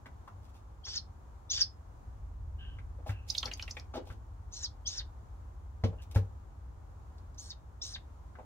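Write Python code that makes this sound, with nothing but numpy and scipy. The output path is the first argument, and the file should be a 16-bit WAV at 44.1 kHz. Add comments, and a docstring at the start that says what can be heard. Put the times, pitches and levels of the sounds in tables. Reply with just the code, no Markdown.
"""A snowy owl chick begs in a wooden pen: hoarse squeals whose whistle sweeps up, turns to rasp and falls.
Airy peeps and a quick twitter of rising chirps and low chips follow as it takes meat from a hand.
It hops away: decaying floor and board modes thump, with filtered-noise taps, scrapes and crackling shavings.
The plank walls answer as a short noise tail, over a low rumble and a hush of coloured noise."""
import sys
import numpy as np
from scipy import signal
from scipy.fft import rfft, irfft, next_fast_len
from scipy.io import wavfile
from scipy.ndimage import map_coordinates

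SR = 44100
rng = np.random.default_rng(int(sys.argv[2]) if len(sys.argv) > 2 else 0)


def to_wav(sig):
    """Store sig (one row per channel, or 1-D mono) as 16-bit WAV at the path in sys.argv[1].

    Samples outside -1..1 are clipped; the rate is SR.
    """
    pcm = np.clip(np.atleast_2d(sig), -1, 1) * 32767
    pcm = np.round(pcm).astype(np.int16)
    wavfile.write(sys.argv[1], SR, pcm.T)  # frames by channels


N = 372644


def amp(db):
    """Decibels to gain."""
    return 10 ** (np.asarray(db) / 20)


def unit(x):
    """Scaled to rms 1."""
    return x / np.sqrt(np.mean(x ** 2) + 1e-20)


def along(points, hz):
    """(Hz, value) points read on a log axis."""
    f, v = np.transpose(points)
    return np.interp(np.log(hz + 1), np.log(f + 1), v)


def clock(length_s):
    """Sample times of a span in seconds."""
    return np.arange(int(length_s * SR)) / SR


def add(track, start_s, x):
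    """Mix x into the track at start_s."""
    part = track[round(start_s * SR):][:len(x)]
    part += x[:len(part)]


def filtered(x, response):
    """x times a response of frequency."""
    n = x.shape[-1]
    m = next_fast_len(n + 8192)
    spectrum = rfft(x, m) * response(np.fft.rfftfreq(m, 1 / SR))
    return irfft(spectrum, m)[..., :n]


def resonance(f, hz, q):
    """Response of one resonance, 1 at its top."""
    return 1j * f * hz / q / (hz * hz - f * f + 1j * f * hz / q)


def noise(n, spectrum):
    """Noise of rms 1 with a (Hz, dB) colour."""
    return unit(filtered(rng.standard_normal(n), lambda f: amp(along(spectrum, f))))


def band(n, hz, q):
    """Noise of rms 1 through one resonance, applied twice for steep sides."""
    return unit(filtered(rng.standard_normal(n), lambda f: resonance(f, hz, q) ** 2))


def wobble(n, rate):
    """A smooth random curve, rate knots a second."""
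    knots = rng.standard_normal(int(n * rate / SR) + 4)
    return map_coordinates(knots, [np.arange(n) * rate / SR])


def whistle(pitch_hz, jitter, rate):
    """A sine of rms 1 whose pitch shakes by the share jitter."""
    shaken_hz = pitch_hz * (1 + jitter * wobble(len(pitch_hz), rate))
    return np.sqrt(2) * np.sin(2 * np.pi * np.cumsum(shaken_hz) / SR)


def swell(t, peak):
    """A rounded rise and fall that tops at the share peak of its length."""
    ramp = np.interp(t / t[-1], [0, np.clip(peak, .05, .95), 1], [0, 1, 0])
    return np.sin(np.pi / 2 * ramp)


# Stereo field. Each row: frequency in Hz, left-right correlation.
LIKENESS = [(60, .97), (130, .9), (260, .6), (500, .15), (1000, -.1), (4000, 0)]


def spread(pair):
    """Two unrelated signals become a stereo field, alike in the bass."""
    turn = lambda f: np.arccos(np.clip(along(LIKENESS, f), -1, 1)) / 2
    mid, side = filtered(pair, lambda f: np.array([np.cos(turn(f)), np.sin(turn(f))]))
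    return np.array([mid + side, mid - side])


# Decay of the plank walls' answer. Each row: frequency in Hz, t60 in s.
PEN_T60 = [(150, .22), (1000, .22), (5000, .15), (12000, .12)]


def in_pen(x, lead_ms, pan_db, wet_db):
    """Direct sound, left side ahead by lead_ms, plus the close walls' answer: a decaying noise tail."""
    hz, t, z = signal.stft(rng.standard_normal((2, SR // 3)), SR, nperseg=256)
    decay = amp(-60 * t / along(PEN_T60, hz)[:, None])
    tail = signal.istft(z * decay, SR, nperseg=256)[1]
    age = np.arange(tail.shape[1]) / SR
    early_boost = 1 + 1.3 * np.exp(-age / .012)
    tail = spread(tail * early_boost * (age > .002))
    echo = signal.fftconvolve(x[None], tail / np.linalg.norm(tail[0]), axes=1)[:, :N]
    sides = np.array([[.5], [-.5]])
    direct = filtered(x, lambda f: np.exp(2j * np.pi * f * sides * lead_ms / 10 ** 3))
    return direct * amp(sides * pan_db) + amp(wet_db) * echo


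# Course of the rumble. Each row: time in s, relative level in dB.
RUMBLE_COURSE = [(0.0, -55), (1.878, -53.5), (2.49, -46), (3.217, -50.5), (8.45, -53.5)]
# Colour of the rumble. Each row: frequency in Hz, relative level in dB.
RUMBLE_COLOUR = [(15, -45), (27, -20), (40, -4), (58, 3), (97, -3), (128, -17), (200, -36), (400, -80),
                 (1000, -140)]
# Colour of the surrounding hush. Each row: frequency in Hz, relative level in dB.
HUSH_COLOUR = [(76, -40), (130, -3), (170, -6), (300, -8), (450, -11.5), (640, -11.5), (780, -8.5),
               (1030, -9.5), (1400, -16.5), (1900, -26), (2600, -31.5), (5000, -35.5), (6800, -32),
               (8500, -39), (15800, -43.5)]
HUSH_DB = -61.3  # mean, before the stereo spread


def background():
    """Deep noise whose level drifts, and a nearly steady hush of coloured noise."""
    level_db = np.interp(np.arange(N) / SR, *np.transpose(RUMBLE_COURSE))
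    rumble = amp(level_db + 4.5) * spread(np.array([noise(N, RUMBLE_COLOUR), noise(N, RUMBLE_COLOUR)]))
    hush_gain = amp(HUSH_DB + .6 * wobble(N, 3))
    hush = hush_gain * spread(np.array([noise(N, HUSH_COLOUR), noise(N, HUSH_COLOUR)]))
    return (rumble + hush) * amp([[.3], [-.3]])


# Dry wood shavings. Each row: frequency in Hz, relative level in dB.
SHAVINGS_COLOUR = [(800, -30), (2500, 7), (6500, 3), (8500, -3), (11000, -3), (15500, -2)]
FLAKES_PER_S, FLAKE_SPREAD_DB = 800, 5  # mean snap rate; standard deviation of snap level


def crackle(n):
    """Dry shavings snapping one by one: sparse random impulses, coloured, rms 1."""
    hits = rng.random(n) < FLAKES_PER_S / SR
    sizes = rng.standard_normal(n) * amp(FLAKE_SPREAD_DB * rng.standard_normal(n))
    return unit(filtered(hits * sizes, lambda f: amp(along(SHAVINGS_COLOUR, f))))


# Feet and feathers in the bedding. Each row: start in s, length in s, scrape level in dB, crackle level in dB.
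SCUFF_EVENTS = [(.057, .015, -62, -66), (.275, .012, -66, -68), (0.415, .1, -93, -72),
                (0.531, 0.089, -72, -73), (3.059, 0.07, -52, -59), (3.263, 0.22, -65, -58.5),
                (3.455, 0.043, -48, -59), (3.5, .38, -70, -68), (3.935, .06, -43.5, -63),
                (4.049, 0.11, -61, -69), (6.012, 0.036, -76, -61), (6.104, 0.032, -74, -61),
                (6.145, .02, -48.5, -53)]
# Scrape on the boards. Each row: frequency in Hz, relative level in dB.
SCRAPE_COLOUR = [(100, -33.5), (200, 2.5), (500, 2.5), (800, 2), (1300, -18), (1900, -18), (3000, -8.5),
                 (6000, -16), (15000, -65.5)]
CRACKLE_T60_S = .18  # shavings kicked up by a landing


def scuffs():
    """A dull scrape of uneven noise under crackling shavings; every landing kicks up more of them."""
    out = np.zeros(N)
    for start_s, length_s, scrape_db, crackle_db in SCUFF_EVENTS:
        t = clock(length_s)
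        scrape = unit(noise(len(t), SCRAPE_COLOUR) * amp(5.5 * wobble(len(t), 206)))
        scuff = amp(scrape_db) * scrape + amp(crackle_db) * crackle(len(t))
        add(out, start_s, scuff * swell(t, peak=.24))
    t = clock(CRACKLE_T60_S)
    for start_s, *_, crackle_db in STEP_EVENTS:
        add(out, start_s, amp(crackle_db - 60 * t / CRACKLE_T60_S) * crackle(len(t)))
    return out


# Light taps on the wood. Each row: start in s, relative level in dB, centre in Hz.
TAP_EVENTS = [(.058, -44.5, 1530), (.276, -48.5, 1030), (.868, -47, 1400), (2.786, -51, 1870),
              (2.985, -53, 420), (3.062, -44, 600), (3.431, -40, 1050), (3.468, -45, 1500),
              (3.475, -42, 1850), (3.627, -49, 1200), (3.938, -45, 800), (3.953, -40.5, 600),
              (3.969, -38.5, 380), (5.927, -50, 520), (7.182, -57, 4270), (7.345, -59, 4900),
              (8.353, -54, 1390), (8.386, -46, 600)]
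BEAK_HZ, CLAW_HZ = 2170, 1520  # click centres
TAP_CYCLES = 71  # a click falls 60 dB in this many cycles
TAP_WOOD_DB = -14  # the boards' answer, relative to the click


def taps():
    """Dry contacts of beak and claws: decaying noise bands, each with a little knock from the wood."""
    out, t = np.zeros(N), clock(.2)
    beak = [(start_s, click_db, BEAK_HZ) for start_s, _, click_db in CHIP_EVENTS]
    claws = [(start_s, click_db, CLAW_HZ) for start_s, _, _, click_db, _ in STEP_EVENTS]
    for start_s, db, hz in TAP_EVENTS + beak + claws:
        click = amp(-60 * t * hz / TAP_CYCLES) * band(len(t), hz, q=1.6)
        wood = amp(TAP_WOOD_DB - 60 * t / .14) * band(len(t), 420, q=.5)
        add(out, start_s, amp(db) * (click + wood) * (1 - np.exp(-t / .0005)))
    return out


CREST_HZ, RISE_S = 8500, .041  # pitch the climb tends to; its time constant
FALL_HZ_PER_S, END_HZ = 100000, 3100
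RISE_WIDTH_S = .009  # standard deviation of the rising whistle's bell
HISS_ATTACK_S, HISS_RELEASE_S = .032, .012
HOARSE_CLEAR, HOARSE_STRAINED = .08, .96  # power share of rasp in the whistles and between them


def gesture(t, start_hz, rise_peak_s, fall_peak_hz, fall_width_s, rise_db, hiss_db, fade_db, fall_db):
    """Pitch, gain and hoarseness of a squeal: a slowing climb, strain, a drop; both sweeps ring out clear."""
    left_s = t[-1] - t
    climb_hz = CREST_HZ - (CREST_HZ - start_hz) * np.exp(-t / RISE_S)
    pitch_hz = np.minimum(climb_hz, END_HZ + FALL_HZ_PER_S * left_s)
    fall_peak_s = (fall_peak_hz - END_HZ) / FALL_HZ_PER_S
    rise = np.exp(-((t - rise_peak_s) / RISE_WIDTH_S) ** 2 / 2)
    fall = np.exp(-((left_s - fall_peak_s) / fall_width_s) ** 2 / 2)
    strain = np.clip(np.minimum(t / HISS_ATTACK_S, left_s / HISS_RELEASE_S), 0, 1) ** 2
    clear = (amp(rise_db) * rise) ** 2 + (amp(fall_db) * fall) ** 2
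    strained = (amp(hiss_db - fade_db * (t / t[-1] - 1.0)) * strain) ** 2
    power = clear + strained + 1e-20
    hoarse = (HOARSE_CLEAR * clear + HOARSE_STRAINED * strained) / power
    return pitch_hz, np.sqrt(power), hoarse


# Unsteady partials of the strained voice. Each row: frequency in Hz at gape 1, relative level in dB.
RAGGED_PARTIALS = [(3950, -6), (5100, -4), (5700, -2), (6500, -3)]
RAGGED_BEND, RAGGED_FLICKER_DB = .035, 4  # scales of the random pitch share and level


def ragged(t, gape):
    """Partials of the strained voice, each bending and flickering by itself; rms 1."""
    n = len(t)
    total = np.zeros(n)
    for hz, db in RAGGED_PARTIALS:
        level = amp(db + RAGGED_FLICKER_DB * wobble(n, 110))
        bent_hz = gape * hz * (1 + RAGGED_BEND * wobble(n, 45))
        total += level * whistle(bent_hz, jitter=.018, rate=800)
    return unit(total)


OPENING_REF_HZ, OPENING_LIFT = 2500, .16  # reference for the start pitch; share it climbs
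OPENING_S, OPENING_LEAD_S = .045, .005  # length; head start on the squeal


def opening(start_hz):
    """A low shaky note sliding up a little as the voice catches; higher when the squeal starts higher."""
    t = clock(OPENING_S)
    base_hz = OPENING_REF_HZ * np.sqrt(start_hz / OPENING_REF_HZ)
    pitch_hz = base_hz * (1 + OPENING_LIFT * t / OPENING_S)
    return whistle(pitch_hz, jitter=.035, rate=700) * amp(2.5 * wobble(len(t), 200)) * swell(t, peak=.3)


# Begging squeals. Each row: start in s, length in s, start pitch in Hz, time of the loudest rise in s,
# pitch of the loudest fall in Hz, width of the fall in s, rising whistle in dB, hoarse middle at its end in dB,
# its fade in dB, falling whistle in dB, thin high whistle in dB, gape as a factor on the throat's pitches,
# opening note in dB. Levels are relative.
SQUEAL_EVENTS = [(.839, .153, 4000, .021, 5100, .008, -43.5, -44.5, 1, -32.5, -76, .9, -57),
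                 (1.497, .141, 5250, .017, 5250, .006, -29.5, -37.5, 2.5, -23, -76, .9, -48),
                 (4.511, .157, 4800, .029, 5250, .011, -44.5, -48.5, 0, -35, -72, 1.02, -75),
                 (4.854, .152, 4100, .023, 4900, .007, -34, -47.5, 6, -35, -69, .96, -50),
                 (7.375, .149, 5300, .02, 4600, .008, -45.5, -57, 1, -45.5, -65, 1.06, -72),
                 (7.815, .144, 4900, .012, 4400, .008, -37.5, -57.5, 18, -44, -63, .99, -52)]
# Air through the throat. Each row: frequency in Hz at gape 1, relative level in dB.
THROAT_AIR = [(1200, -22), (2200, -20), (2950, -11), (3750, -1), (4200, -2), (4750, -5), (5500, 0),
              (6300, -1), (7000, -4), (7800, -12), (8600, -28), (15000, -52)]
# Arch of the thin high whistle. Each row: share of the call, pitch in Hz.
HIGH_ARCH = [(0, 5640), (.2, 7700), (.33, 8550), (.6, 8250), (.78, 9000), (.89, 7640), (1, 5130)]
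# Hiss through the wide-open beak. Each row: frequency in Hz, relative level in dB.
BEAK_HISS = [(1500, -40.5), (3500, 3), (5500, 6.5), (7200, 2), (8500, -16.5), (11000, -4), (15500, -17.5)]
UNDERTONE, UNDERTONE_DB = .72, -13  # share of the main pitch; initial level relative to the main tone


def squeals():
    """A whistle sweeps up, breaks into a ragged rasp at full strain and clears again as it falls."""
    out = np.zeros(N)
    for start_s, length_s, *sweep, high_db, gape, opening_db in SQUEAL_EVENTS:
        t = clock(length_s)
        n, share = len(t), t / t[-1]
        pitch_hz, gain, hoarse = gesture(t, *sweep)
        flutter = unit(amp(2.3 * wobble(n, 400)))
        # the throat passes little above 7 kHz
        tone = whistle(pitch_hz, jitter=.014 + .03 * hoarse, rate=900) / np.sqrt(1 + (pitch_hz / 7100) ** 30)
        tone += amp(UNDERTONE_DB) * whistle(UNDERTONE * pitch_hz, jitter=.02, rate=700) * (1 - share)
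        # the throat rings low as the beak starts to close
        throat = amp(-15.5) * band(n, 1660, q=3) * swell(t, peak=.85) ** 6
        air = noise(n, [(hz * gape, db) for hz, db in THROAT_AIR])
        rasp = amp(-4.2) * air + amp(-2.1) * ragged(t, gape) + throat
        voice = np.sqrt(1 - hoarse) * tone + np.sqrt(hoarse) * rasp
        # a thin high whistle arches over the squeal
        high = whistle(np.interp(share, *np.transpose(HIGH_ARCH)), jitter=.006, rate=500)
        # a faint partial at 1.25 times the main pitch, and a faint octave
        high += amp(-6) * whistle(1.25 * pitch_hz, jitter=.012, rate=1500) * swell(t, peak=.45) ** 4
        high += amp(-6) * whistle(2 * pitch_hz, jitter=.04, rate=1300) * (1 - share) ** 2
        high += amp(3.5) * noise(n, BEAK_HISS)
        thin = amp(high_db) * high * np.sqrt(swell(t, peak=.23))
        edges = np.clip(np.minimum(t, t[-1] - t) / .003, 0, 1)
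        add(out, start_s, (gain * voice + thin) * flutter * edges)
        add(out, start_s - OPENING_LEAD_S, amp(opening_db) * opening(sweep[0]))
    return out


# Ring between the planks. Each row: frequency in Hz, level in dB, Q.
CORNER_MODES = [(4900, -2, 300), (5130, -3, 420), (5310, -4, 400)]


def corner_ring(calls):
    """In the first 2 s the chick sits back in the corner: its calls excite a thin ring of the planks."""
    cornered = calls * (np.arange(N) < 2 * SR)
    return filtered(cornered, lambda f: sum(amp(db) * resonance(f, hz, q) for hz, db, q in CORNER_MODES))


SWELL_START_S, SWELL_LENGTH_S, SWELL_HZ, SWELL_DB = 1.8, 1.25, 46, -45.5


def deep_swell():
    """A deep narrow noise band swells once and dies away."""
    out, t = np.zeros(N), clock(SWELL_LENGTH_S)
    add(out, SWELL_START_S, amp(SWELL_DB) * band(len(t), SWELL_HZ, q=1.6) * swell(t, peak=.58))
    return out


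# Soft wheezy peeps. Each row: start in s, length in s, centre pitch in Hz, relative level in dB before the fade.
PEEP_EVENTS = [(2.58, .26, 2950, -54.5), (3.07, .24, 2664, -57.5), (5.981, .05, 2820, -62)]
PEEP_ARCH = .06  # share the pitch lifts from the ends to the top
PEEP_FADE_DB_PER_S, PEEP_Q = 65, 8


def peeps():
    """Narrow airy notes that fade away, with a faint whistle inside and a weak lower resonance."""
    out = np.zeros(N)
    for start_s, length_s, hz, db in PEEP_EVENTS:
        t = clock(length_s)
        pitch_hz = hz * (1 + PEEP_ARCH * (swell(t, peak=.416) - .5))
        note = band(len(t), hz, q=PEEP_Q)
        note += amp(-7) * whistle(pitch_hz, jitter=.055, rate=2100)
        note += amp(-8) * band(len(t), 1620, q=8)
        add(out, start_s, amp(db - PEEP_FADE_DB_PER_S * t) * note * swell(t, peak=.2))
    return out


# Hops and steps on the hollow floor. Each row: start in s, then relative levels in dB of
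# boom, knock, claw click and crackle.
STEP_EVENTS = [(3.093, -22.5, -47, -43, -61), (4.101, -35, -51, -48, -67), (5.837, -17, -23, -42, -59),
               (6.159, -12.5, -28, -39, -53)]
# The floor's lowest modes. Each row: frequency in Hz, relative level in dB, t60 in s.
FLOOR_MODES = [(96.8, 1, .24), (79, -3, .14)]


def booms():
    """The bird's weight sets the floor's lowest modes swinging: decaying sines."""
    out, t = np.zeros(N), clock(.69)
    ring = sum(amp(db - 60 * t / t60_s) * np.sin(2 * np.pi * hz * t) for hz, db, t60_s in FLOOR_MODES)
    for start_s, boom_db, *_ in STEP_EVENTS:
        add(out, start_s, amp(boom_db - 2.5) * ring * (1 - np.exp(-t / .005)))
    return out


# Board modes. Each row: frequency in Hz, mean relative level in dB, t60 in s.
BOARD_MODES = [(153, -1.5, 0.18), (238, -4, 0.1), (395, -8, 0.09), (468, -11, 0.2), (560, -7, 0.09),
               (806, -7, 0.07), (1037, -9.5, 0.055), (1330, -22, 0.05), (1950, -25, 0.08)]
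CRUNCH_DB, CRUNCH_T60_S = -6.5, .08  # bedding crushed under a landing, relative to the knock


def steps():
    """Landings ring the boards as shaky decaying modes, over a short crunch of bedding."""
    out, t = np.zeros(N), clock(.5)
    for start_s, _, knock_db, *_ in STEP_EVENTS:
        knock = amp(CRUNCH_DB - 60 * t / CRUNCH_T60_S) * noise(len(t), SCRAPE_COLOUR)
        for hz, db, t60_s in BOARD_MODES:
            level = amp(db + rng.normal(0, 1.29) - 60 * t / t60_s)
            knock += level * whistle(np.full(len(t), hz), jitter=.1, rate=260)
        add(out, start_s, amp(knock_db - 4.5) * knock * (1 - np.exp(-t / .0026)))
    return out


def glide(length_s, start_hz, end_hz, jitter):
    """One tiny note of the twitter: a quickening sweep with a faint octave."""
    t = clock(length_s)
    pitch_hz = start_hz + (end_hz - start_hz) * (t / length_s) ** 1.44
    octave = amp(-30.0) * whistle(2 * pitch_hz, jitter, rate=3400)
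    return (whistle(pitch_hz, jitter, rate=1920) + octave) * swell(t, peak=.31)


# Rising chirps of the twitter. Each row: start in s, length in s, start pitch in Hz, level in dB,
# low hook in dB relative to the chirp, left over right in dB.
CHIRP_EVENTS = [(3.3, 0.0082, 4200, -28, -14, -8.5), (3.379, 0.0088, 4130, -27.5, -7, -6.5),
                (3.4556, 0.0063, 4200, -32.5, -17, 5), (3.5354, 0.005, 4340, -36, -24, 4),
                (3.624, .005, 4116, -36.5, -12, -1), (3.709, 0.006, 4640, -36.5, -36, -4),
                (3.797, 0.0035, 4350, -45, -21, -1.5)]
CHIRP_END_HZ = 7000
HOOK_S, HOOK_HZ, HOOK_SAG_HZ_PER_S = .01, 3900, 3000  # length, first pitch, sag as the twitter tires


def chirps():
    """Steep chirps, a low hook beneath, hiss ahead; they shift sideways as the head tugs at the meat."""
    out, lead_t, t = np.zeros((2, N)), clock(.027), clock(HOOK_S)
    for start_s, length_s, start_hz, db, hook_db, pan_db in CHIRP_EVENTS:
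        note = np.zeros(N)
        add(note, start_s, amp(db) * glide(length_s, start_hz, CHIRP_END_HZ, jitter=.055))
        hook_hz = HOOK_HZ - HOOK_SAG_HZ_PER_S * (start_s - CHIRP_EVENTS[0][0])
        hook = whistle(np.full(len(t), hook_hz), jitter=.03, rate=700) * swell(t, peak=.3)
        add(note, start_s + length_s / 3, amp(db + hook_db) * hook)
        hiss = noise(len(lead_t), BEAK_HISS) * swell(lead_t, peak=.7)
        add(note, start_s - .02, amp(db - 22) * hiss)
        out += in_pen(note, lead_ms=0, pan_db=pan_db, wet_db=-5.5)
    return out


# Low chips between the chirps. Each row: start in s, relative level in dB, beak click level in dB.
CHIP_EVENTS = [(3.349, -36.5, -48.5), (3.428, -34, -48), (3.513, -39, -42), (3.595, -41, -46.5),
               (3.678, -44.5, -44.5), (3.768, -47, -37)]
CHIP_S, CHIP_HZ, CHIP_SAG_HZ_PER_S = .007, 3650, 2700  # length, first pitch, sag as the twitter tires
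CHIP_DROP, CHIP_RASP_DB = .22, -5  # share each chip falls; rasp relative to the chip


def chips():
    """Low rough falling chips between the chirps, sinking as the twitter tires."""
    out, t = np.zeros(N), clock(CHIP_S)
    for start_s, db, _ in CHIP_EVENTS:
        hz = CHIP_HZ - CHIP_SAG_HZ_PER_S * (start_s - CHIP_EVENTS[0][0])
        rasp = amp(CHIP_RASP_DB) * band(len(t), hz, q=2) * swell(t, peak=.3)
        add(out, start_s, amp(db) * (glide(CHIP_S, hz, hz * (1 - CHIP_DROP), jitter=.09) + rasp))
    return out


# Croaks that end some squeals. Each row: start in s, caught note level in dB, croak level in dB.
CROAK_EVENTS = [(4.991, -40, -50), (7.509, -47, -61), (7.946, -42, -49)]
# Colour of a croak. Each row: frequency in Hz, relative level in dB.
CROAK_COLOUR = [(500, -20), (900, -6), (1250, -12), (1650, 1), (2300, -7), (3000, -1), (3800, 0),
                (5000, -9), (9000, -37.5)]
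CROAK_S, CATCH_HZ = .024, 3700  # length of note and croak; pitch of the caught note


def croaks():
    """At the bottom of the fall the voice catches on one shaky note, then breaks into a low croak."""
    out, t = np.zeros(N), clock(CROAK_S)
    for start_s, note_db, croak_db in CROAK_EVENTS:
        caught = whistle(np.full(len(t), CATCH_HZ), jitter=.035, rate=700) * swell(t, peak=.2) ** 3
        add(out, start_s, amp(note_db) * caught)
        rough = unit(noise(len(t), CROAK_COLOUR) * amp(4 * wobble(len(t), 400)))
        add(out, start_s + CROAK_S / 3, amp(croak_db) * rough * swell(t, peak=.35))
    return out


def scene():
    """The voice, the feet and the background together."""
    calls = squeals()
    voice = calls + corner_ring(calls) + croaks() + peeps()
    begging = in_pen(voice, lead_ms=.12, pan_db=1.2, wet_db=-6.7)
    feeding = chirps() + in_pen(chips(), lead_ms=0, pan_db=-4.5, wet_db=-6.0)
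    moving = in_pen(taps() + scuffs(), lead_ms=.1, pan_db=2.0, wet_db=-2)
    landing = in_pen(steps(), lead_ms=.12, pan_db=1.5, wet_db=-2.5)
    landing += booms() * amp([[.7], [-.7]])
    return begging + feeding + moving + landing + deep_swell() + background()


TOP_HZ = 15850


def record(dry):
    """A sharp band limit: nothing from TOP_HZ up passes."""
    return filtered(dry, lambda f: f < TOP_HZ)


dry = scene()
out = record(dry)
to_wav(out)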